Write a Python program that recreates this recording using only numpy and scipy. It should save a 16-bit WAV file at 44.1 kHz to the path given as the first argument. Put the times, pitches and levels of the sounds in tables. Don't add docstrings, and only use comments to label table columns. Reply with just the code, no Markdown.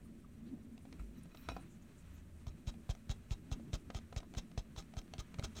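import sys
import numpy as np
from scipy import signal
from scipy.fft import rfft, irfft, next_fast_len
from scipy.io import wavfile
from scipy.ndimage import uniform_filter1d

SR = 44100
rng = np.random.default_rng(int(sys.argv[2]) if len(sys.argv) > 2 else 0)


def voltage_ratio(decibels):
    exponent = np.asarray(decibels, float) / 20
    return 10 ** exponent


def unload_wav(signal):
    wavfile.write(
        sys.argv[1],
        SR,
        np.round(np.clip(np.atleast_2d(signal).T, -1, 1) * 32767).astype(np.int16),
    )


N = 246959
T = np.arange(N) / SR
CUT_S = 5.3962

# [f/Hz, level/dB, t60/s]
FRAME_MODES = [(690, -8, .1), (1346, -4, .2), (1403, -11, .12), (2485, -3, .15), (2515, -10, .25),
               (2600, -11, .12), (2902, -14, .15), (3905, -11, .14), (3945, 0, .075), (4387, -10, .03),
               (5532, -5, .11), (9170, -14, .08)]


def level(x, db):
    return x * voltage_ratio(db) / np.sqrt(np.mean(x ** 2))


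def unit_energy(x):
    return x / np.sqrt(np.sum(x ** 2))


def band(x, hz, width_hz):
    return signal.lfilter(*signal.iirpeak(hz, hz / width_hz, fs=SR), x)


def colour(x, peaks):
    probe = np.zeros(4096)
    probe[0] = 1
    shape = sum(voltage_ratio(db) * band(band(probe, hz, w), hz, 2 * w) for hz, w, db in peaks)
    return signal.fftconvolve(x, unit_energy(shape))[:len(x)]


def ring(modes, t):
    out = 0
    for hz, db, t60_s in modes:
        decay = np.exp(-np.log(1000) * t / t60_s)
        out = out + voltage_ratio(db) * decay * np.sin(2 * np.pi * hz * t)
    return out


def walk(rate_hz):
    k = int(SR / rate_hz)
    held = np.repeat(rng.standard_normal(N // k + 1), k)
    return 1.33 * uniform_filter1d(uniform_filter1d(held, k), k)[:N]


def grit(spread_db):
    return level(rng.standard_normal(N) * voltage_ratio(spread_db * rng.exponential(size=N)), 0)


def add(out, s, x):
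    i = int(s * SR)
    end = int(CUT_S * SR) if s < CUT_S - .006 else N
    x = x[:end - i]
    out[i:i + len(x)] += x


def curves(table):
    s, *columns = np.transpose(table)
    return [np.interp(T, s, c) for c in columns]


def resonant_noise(hz, width_hz):
    noise = rng.standard_normal(N)
    return level(band(band(noise, hz, width_hz), hz, 3 * width_hz), 0)


def room():
    # [t/s, rumble level/dB, drone level/dB]
    lows = [(0.0, -56, -59), (0.3, -57, -60), (0.45, -54, -60), (0.58, -53, -59.5), (0.63, -58.5, -59),
            (0.75, -53.5, -60.5), (1.03, -60, -61), (1.4, -55, -57), (1.89, -58, -61.5),
            (2.21, -60.5, -56.5), (2.68, -59, -61), (3.05, -58.5, -56), (3.57, -55.5, -64),
            (3.9, -59, -56.5), (4.9, -56.5, -64.5), (5.6, -58, -55.5)]
    # [f/Hz, width/Hz, level/dB]
    rumble_peaks = [(140, 40, -4), (172, 24, -1), (224, 24, 0), (260, 22, -5), (325, 45, -7),
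                    (420, 100, -15), (600, 300, -23)]
    # [f/Hz, width/Hz, level/dB]
    drone_peaks = [(32.3, 5.7, -11.5), (50.6, 45, -1), (79.1, 14.2, 0)]
    rumble_db, drone_db = curves(lows)
    flutter = walk(7.1)
    rumble, drone = np.zeros(N), np.zeros(N)
    for hz, w, db in rumble_peaks:
        rumble += voltage_ratio(db + 1.84 * flutter + 2.53 * walk(12)) * resonant_noise(hz, w)
    for hz, w, db in drone_peaks:
        drone += voltage_ratio(db + 1.1 * walk(7.9)) * resonant_noise(hz, w)
    return voltage_ratio(rumble_db) * level(rumble, 0) + voltage_ratio(drone_db) * level(drone, 0)


def air():
    # [f/Hz, level/dB]
    spectrum = [(240, -3), (400, 3.5), (496, -8), (579, 3.5), (906, -17), (2120, -13.5), (4650, -24),
                (8750, -36), (11000, -46), (15000, -44), (16000, -46)]
    hz, db = np.transpose(spectrum)
    size = next_fast_len(N)
    bin_hz = np.arange(size // 2 + 1) * SR / size
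    gain = voltage_ratio(np.interp(np.log(bin_hz + 1), np.log(hz), db))
    return level(irfft(rfft(rng.standard_normal(size)) * gain, size)[:N], -74)


def hands():
    # [t/s, rustle level/dB]
    rustle_levels = [(0.0, -78), (0.8, -77), (0.97, -73.5), (1.26, -76), (1.46, -68.5), (1.56, -67),
                     (1.73, -75.5), (2.14, -72.5), (2.3, -77), (2.9, -73.5), (3.81, -74), (4.5, -75),
                     (5.21, -73), (5.6, -69.5)]
    # [f/Hz, width/Hz, level/dB]
    rustle_peaks = [(1415, 1760, 4.5), (2500, 170, -11), (3900, 530, -41), (5470, 910, -10)]
    # [f/Hz, width/Hz, level/dB]
    fine_peaks = [(6800, 4500, -2.5), (8270, 2250, -3.5)]
    grip_start_s, grip_end_s = 1.12, 1.68
    free_sing_db, held_sing_db = -12, -19
    rustle_db, = curves(rustle_levels)
    fine_db = -80 + 0.42 * (rustle_db + 76)
    top_db = -86.5 + 0.33 * (rustle_db + 76)
    rub = grit(1.94) * voltage_ratio(rustle_db + 1.35 * walk(40))
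    gripping = (T > grip_start_s) & (T < grip_end_s)
    sing_db = np.where(gripping, free_sing_db, held_sing_db) + 4 * walk(25)
    frame = ring(FRAME_MODES, T[:SR // 4])
    sing = signal.fftconvolve(rub * voltage_ratio(sing_db), unit_energy(frame))[:N]
    fine = colour(grit(1.0) * voltage_ratio(fine_db + 1.3 * walk(40)), fine_peaks)
    top = colour(grit(0.55) * voltage_ratio(top_db), [(14000, 2800, 0)])
    return colour(rub, rustle_peaks) + sing + fine + top


def swishes():
    # [t/s, level/dB, f/Hz, spread/ms]
    brushes = [(.058, -75, 9300, 20), (.055, -80, 12800, 16), (.06, -73, 1150, 12), (.205, -76, 9400, 6),
               (.247, -66.5, 1200, 6), (0.466, -46, 224, 16.7), (.48, -77, 3960, 19.6),
               (.536, -50, 244, 33), (0.581, -51, 232, 7.3), (.83, -76.5, 9300, 15), (0.945, -53, 275, 18),
               (1.0, -68, 2200, 16), (1.0, -77, 7800, 19), (1.19, -76, 5900, 14), (1.185, -77, 13500, 17),
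               (1.01, -80, 14000, 25), (1.236, -65.5, 9100, 4.7), (1.4, -72.5, 14000, 53),
               (1.55, -78, 14000, 50), (1.62, -73, 8800, 20), (1.72, -75, 7000, 32), (1.825, -75, 6800, 10),
               (1.99, -74, 7500, 15), (2.15, -76, 14000, 18), (2.17, -77, 6800, 40)]
    out, t, noise = np.zeros(N), T[:SR // 5], grit(2.9)
    for s, swish_db, hz, spread_ms in brushes:
        start = int(s * SR)
        puff = np.exp(-((t - .1) / (spread_ms / 1000)) ** 2) * noise[start:start + len(t)]
        swish = voltage_ratio(swish_db) * colour(puff, [(hz, 0.19 * hz, 0)])
        before_start = max(int((.1 - s) * SR), 0)
        add(out, max(s - .1, 0), swish[before_start:])
    return out


def knocks():
    # [t/s, slap level/dB, knock level/dB, slap centre f/Hz]
    contacts = [(0.7773, -58, -55, 2280), (0.852, -68, -53, 1850), (0.9257, -53.5, -48.5, 2430),
                (0.9955, -73, -48.5, 2040), (1.255, -69, -56, 2670), (1.3467, -60, -43, 2200),
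                (1.3716, -56.5, -62, 3200), (1.487, -44.5, -29.5, 2120), (1.5169, -60, -45, 2530),
                (1.5651, -57, -40.5, 3000), (2.467, -53, -46, 5800), (2.672, -47, -54, 3900),
                (2.7397, -68, -60, 1830), (2.8917, -51, -44, 3800), (2.9496, -60, -54, 6240),
                (3.0936, -46, -49, 3150), (3.3074, -47.5, -50.5, 3530), (3.5144, -52, -45.5, 3890),
                (3.5967, -72, -51.5, 1840), (3.7307, -47, -39.5, 3800), (3.901, -52.5, -39, 1820),
                (3.9459, -46, -40.5, 3190), (3.9866, -53, -50.5, 2710), (4.1255, -56, -44, 1810),
                (4.1622, -46.5, -41.5, 3860), (4.2023, -56, -49, 2520), (4.2294, -69, -49.5, 2380),
                (4.3376, -52.5, -51.5, 3330), (4.3486, -51.5, -46, 2200), (4.369, -50, -56, 3790),
                (4.5146, -60, -52.5, 3720), (4.5758, -44.5, -35, 3800), (4.6054, -56, -61, 2510),
                (4.7618, -56, -48.5, 3650), (4.8233, -60, -62, 2430), (4.9369, -59, -49.5, 2380),
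                (4.9671, -55, -44, 3630), (5.015, -56, -60.5, 6370), (5.1362, -44, -42, 3700),
                (5.1808, -54.5, -46, 3630), (5.3414, -52.5, -46, 1830), (5.3853, -54, -44, 3380),
                (5.3946, -49, -47.5, 2520), (5.425, -55, -49, 3540), (5.4365, -52, -55, 3800)]
    # [f/Hz, width/Hz, level/dB]
    slap_peaks = [(2500, 1620, 19.5), (3800, 2150, 17), (5600, 1070, 13.5), (10000, 11000, 2.5),
                  (13000, 8600, -16)]
    # [f/Hz, level/dB, t60/s]
    rim_modes = [(323, -6, 0.019), (497, -2.5, 0.021), (685, 0, 0.023), (940, -2, 0.015),
                 (1212, -3.5, 0.013)]
    out, t = np.zeros(N), T[:SR // 10]
    spots = rng.standard_normal((len(contacts), len(rim_modes)))
    noise = grit(2.5)
    for (s, slap_db, knock_db, centre_hz), spot in zip(contacts, spots):
        contact_ms = max(2.65 + 0.22 * (knock_db - slap_db), .5)
        envelope = np.minimum(t / 0.00031, 1) * np.exp(-(t / (contact_ms / 1000)) ** 2)
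        burst = envelope * np.resize(noise[int(s * SR):], len(t))
        peaks = [(f, w, db - 9.9 * abs(np.log2(f / centre_hz))) for f, w, db in slap_peaks]
        slap = colour(burst, peaks)
        modes = [(f * (1 + .035 * c), db + 4 * c, t60_s) for (f, db, t60_s), c in zip(rim_modes, spot)]
        knock = np.minimum(t / .001, 1) * ring(modes, t)
        add(out, s + .0006, voltage_ratio(slap_db) * slap + voltage_ratio(knock_db) * knock)
    return out


def table_hum():
    # [t/s, level/dB]
    bumps = [(.990, -39.5), (1.512, -45)]
    out, t = np.zeros(N), T[:SR // 2]
    for s, db in bumps:
        add(out, s, np.minimum(t / .015, 1) * ring([(50, db, .5)], t))
    return out


def clinks():
    # [t/s, ring level/dB, tilt about 4 kHz/(dB per octave)]
    touches = [(.997, -76, -8), (1.2355, -82, 14), (1.316, -73, -3), (1.373, -67, -1), (1.488, -59, -1),
               (1.498, -52, -1), (1.519, -62, 3), (1.566, -68, -4), (1.6, -72, -2)]
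    out, t = np.zeros(N), T[:SR // 2]
    for s, clink_db, tilt_db in touches:
        modes = [(hz, db + tilt_db * np.log2(hz / 4000), t60_s) for hz, db, t60_s in FRAME_MODES]
        add(out, s, voltage_ratio(clink_db) * ring(modes, t))
    return out


def flour_rush(slide):
    # [f/Hz, width/Hz, level/dB]
    mesh_peaks = [(359, 230, 8), (628, 626, 8.5), (1078, 83, 2), (1800, 400, -28), (2656, 1370, 4),
                  (3494, 870, 8), (5240, 1050, 6), (5970, 1300, 2), (7100, 630, -22), (13500, 5900, -13.5)]
    # [f/Hz, width/Hz, level/dB]
    wire_tones = [(1230, 100, -1), (2730, 160, -7), (3190, 200, -4), (3800, 150, 0), (4790, 110, -7),
                  (5340, 250, -6), (6050, 180, -6), (6400, 150, -3)]
    flour = slide * voltage_ratio(2.0 * walk(300)) * grit(1.8)
    tones = np.zeros(N)
    for hz, w, db in wire_tones:
        tones += voltage_ratio(db + 4 * walk(5)) * colour(flour, [(hz, w, 0)])
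    return colour(flour, mesh_peaks) + voltage_ratio(-16) * tones


def bounces():
    # [crest t/s, thud level/dB, flour level/dB, flour spread/ms]
    pats = [(1.5006, -41, -62, 9), (2.4765, -35, -63.5, 11), (2.6791, -31, -54.5, 15.5),
            (2.9, -28.5, -49.5, 11), (3.1022, -29.5, -50.5, 13.5), (3.316, -28.5, -51.5, 14),
            (3.523, -30.5, -53, 14), (3.7384, -30, -49, 13.4), (3.9568, -34.5, -54.5, 17),
            (4.1707, -31.5, -52.5, 10.5), (4.3752, -32, -49.5, 13.4), (4.5816, -30.5, -53, 10.6),
            (4.7808, -38.5, -53.5, 19), (4.9764, -34.5, -53.5, 11.5), (5.1915, -36, -49.5, 9.1),
            (5.3943, -32, -49, 11), (5.4379, -35.5, -43, 8.8), (5.578, -52, -54.5, 32)]
    # [f/Hz, level/dB, t60/s]
    recoil_modes = [(54, .85, .0285), (135, -33, .1), (22, -16.3, .2)]
    contact_s, lead_s, flour_lead_s = .0066, .0072, .03
    flour_lag_s = .0075
    thud, slide, t = np.zeros(N), np.zeros(N), T[:SR // 5]
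    jolt = np.gradient(np.sin(np.pi * np.minimum(t / contact_s, 1)) ** 2)
    for s, thud_db, flour_db, spread_ms, c in np.c_[pats, rng.standard_normal(len(pats))]:
        swing_hz = 35.5 - .12 * np.clip(thud_db + 31, -8, 8)
        swing = ring([(swing_hz, 0, .065)], t) - ring(recoil_modes, t)
        swing = swing - ring([(170 + 15 * c, -34 + 3 * c, .05)], t)
        wave = signal.fftconvolve(jolt, swing)[:len(t)]
        landing_s = lead_s + .023 * (1 + .06 * c)
        rebound = voltage_ratio(-23) * np.exp(-((t - landing_s) / (contact_s / 2)) ** 2)
        add(thud, s - lead_s, voltage_ratio(thud_db) * (wave / wave.max() + rebound))
        late = t - flour_lead_s - flour_lag_s
        trickle = 0.042 * (late > 0) * np.exp(-np.abs(late) / 0.02)
        rush = np.exp(-(late / (spread_ms / 1000)) ** 2) + trickle
        add(slide, s - flour_lead_s, voltage_ratio(flour_db) * rush * np.minimum(t / 0.005, 1))
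    return thud + flour_rush(slide)


def kitchen_tail(near):
    t = T[:SR // 3]
    tail = band(rng.standard_normal(len(t)), 790, 2700) * np.exp(-np.log(1000) * t / 0.11) * (t > .004)
    return voltage_ratio(-16.5) * signal.fftconvolve(near, unit_energy(tail))[:N]


def scene():
    near = knocks() + clinks() + bounces()
    near = near + kitchen_tail(near)
    return (near + hands() + swishes() + room() + table_hum() + air())[None]


def roll_off(x):
    return signal.sosfilt(signal.butter(12, 16130, fs=SR, output="sos"), x)


def record(dry):
    mix = dry + 0.00043
    return roll_off(mix)


dry = scene()
out = record(dry)
unload_wav(out)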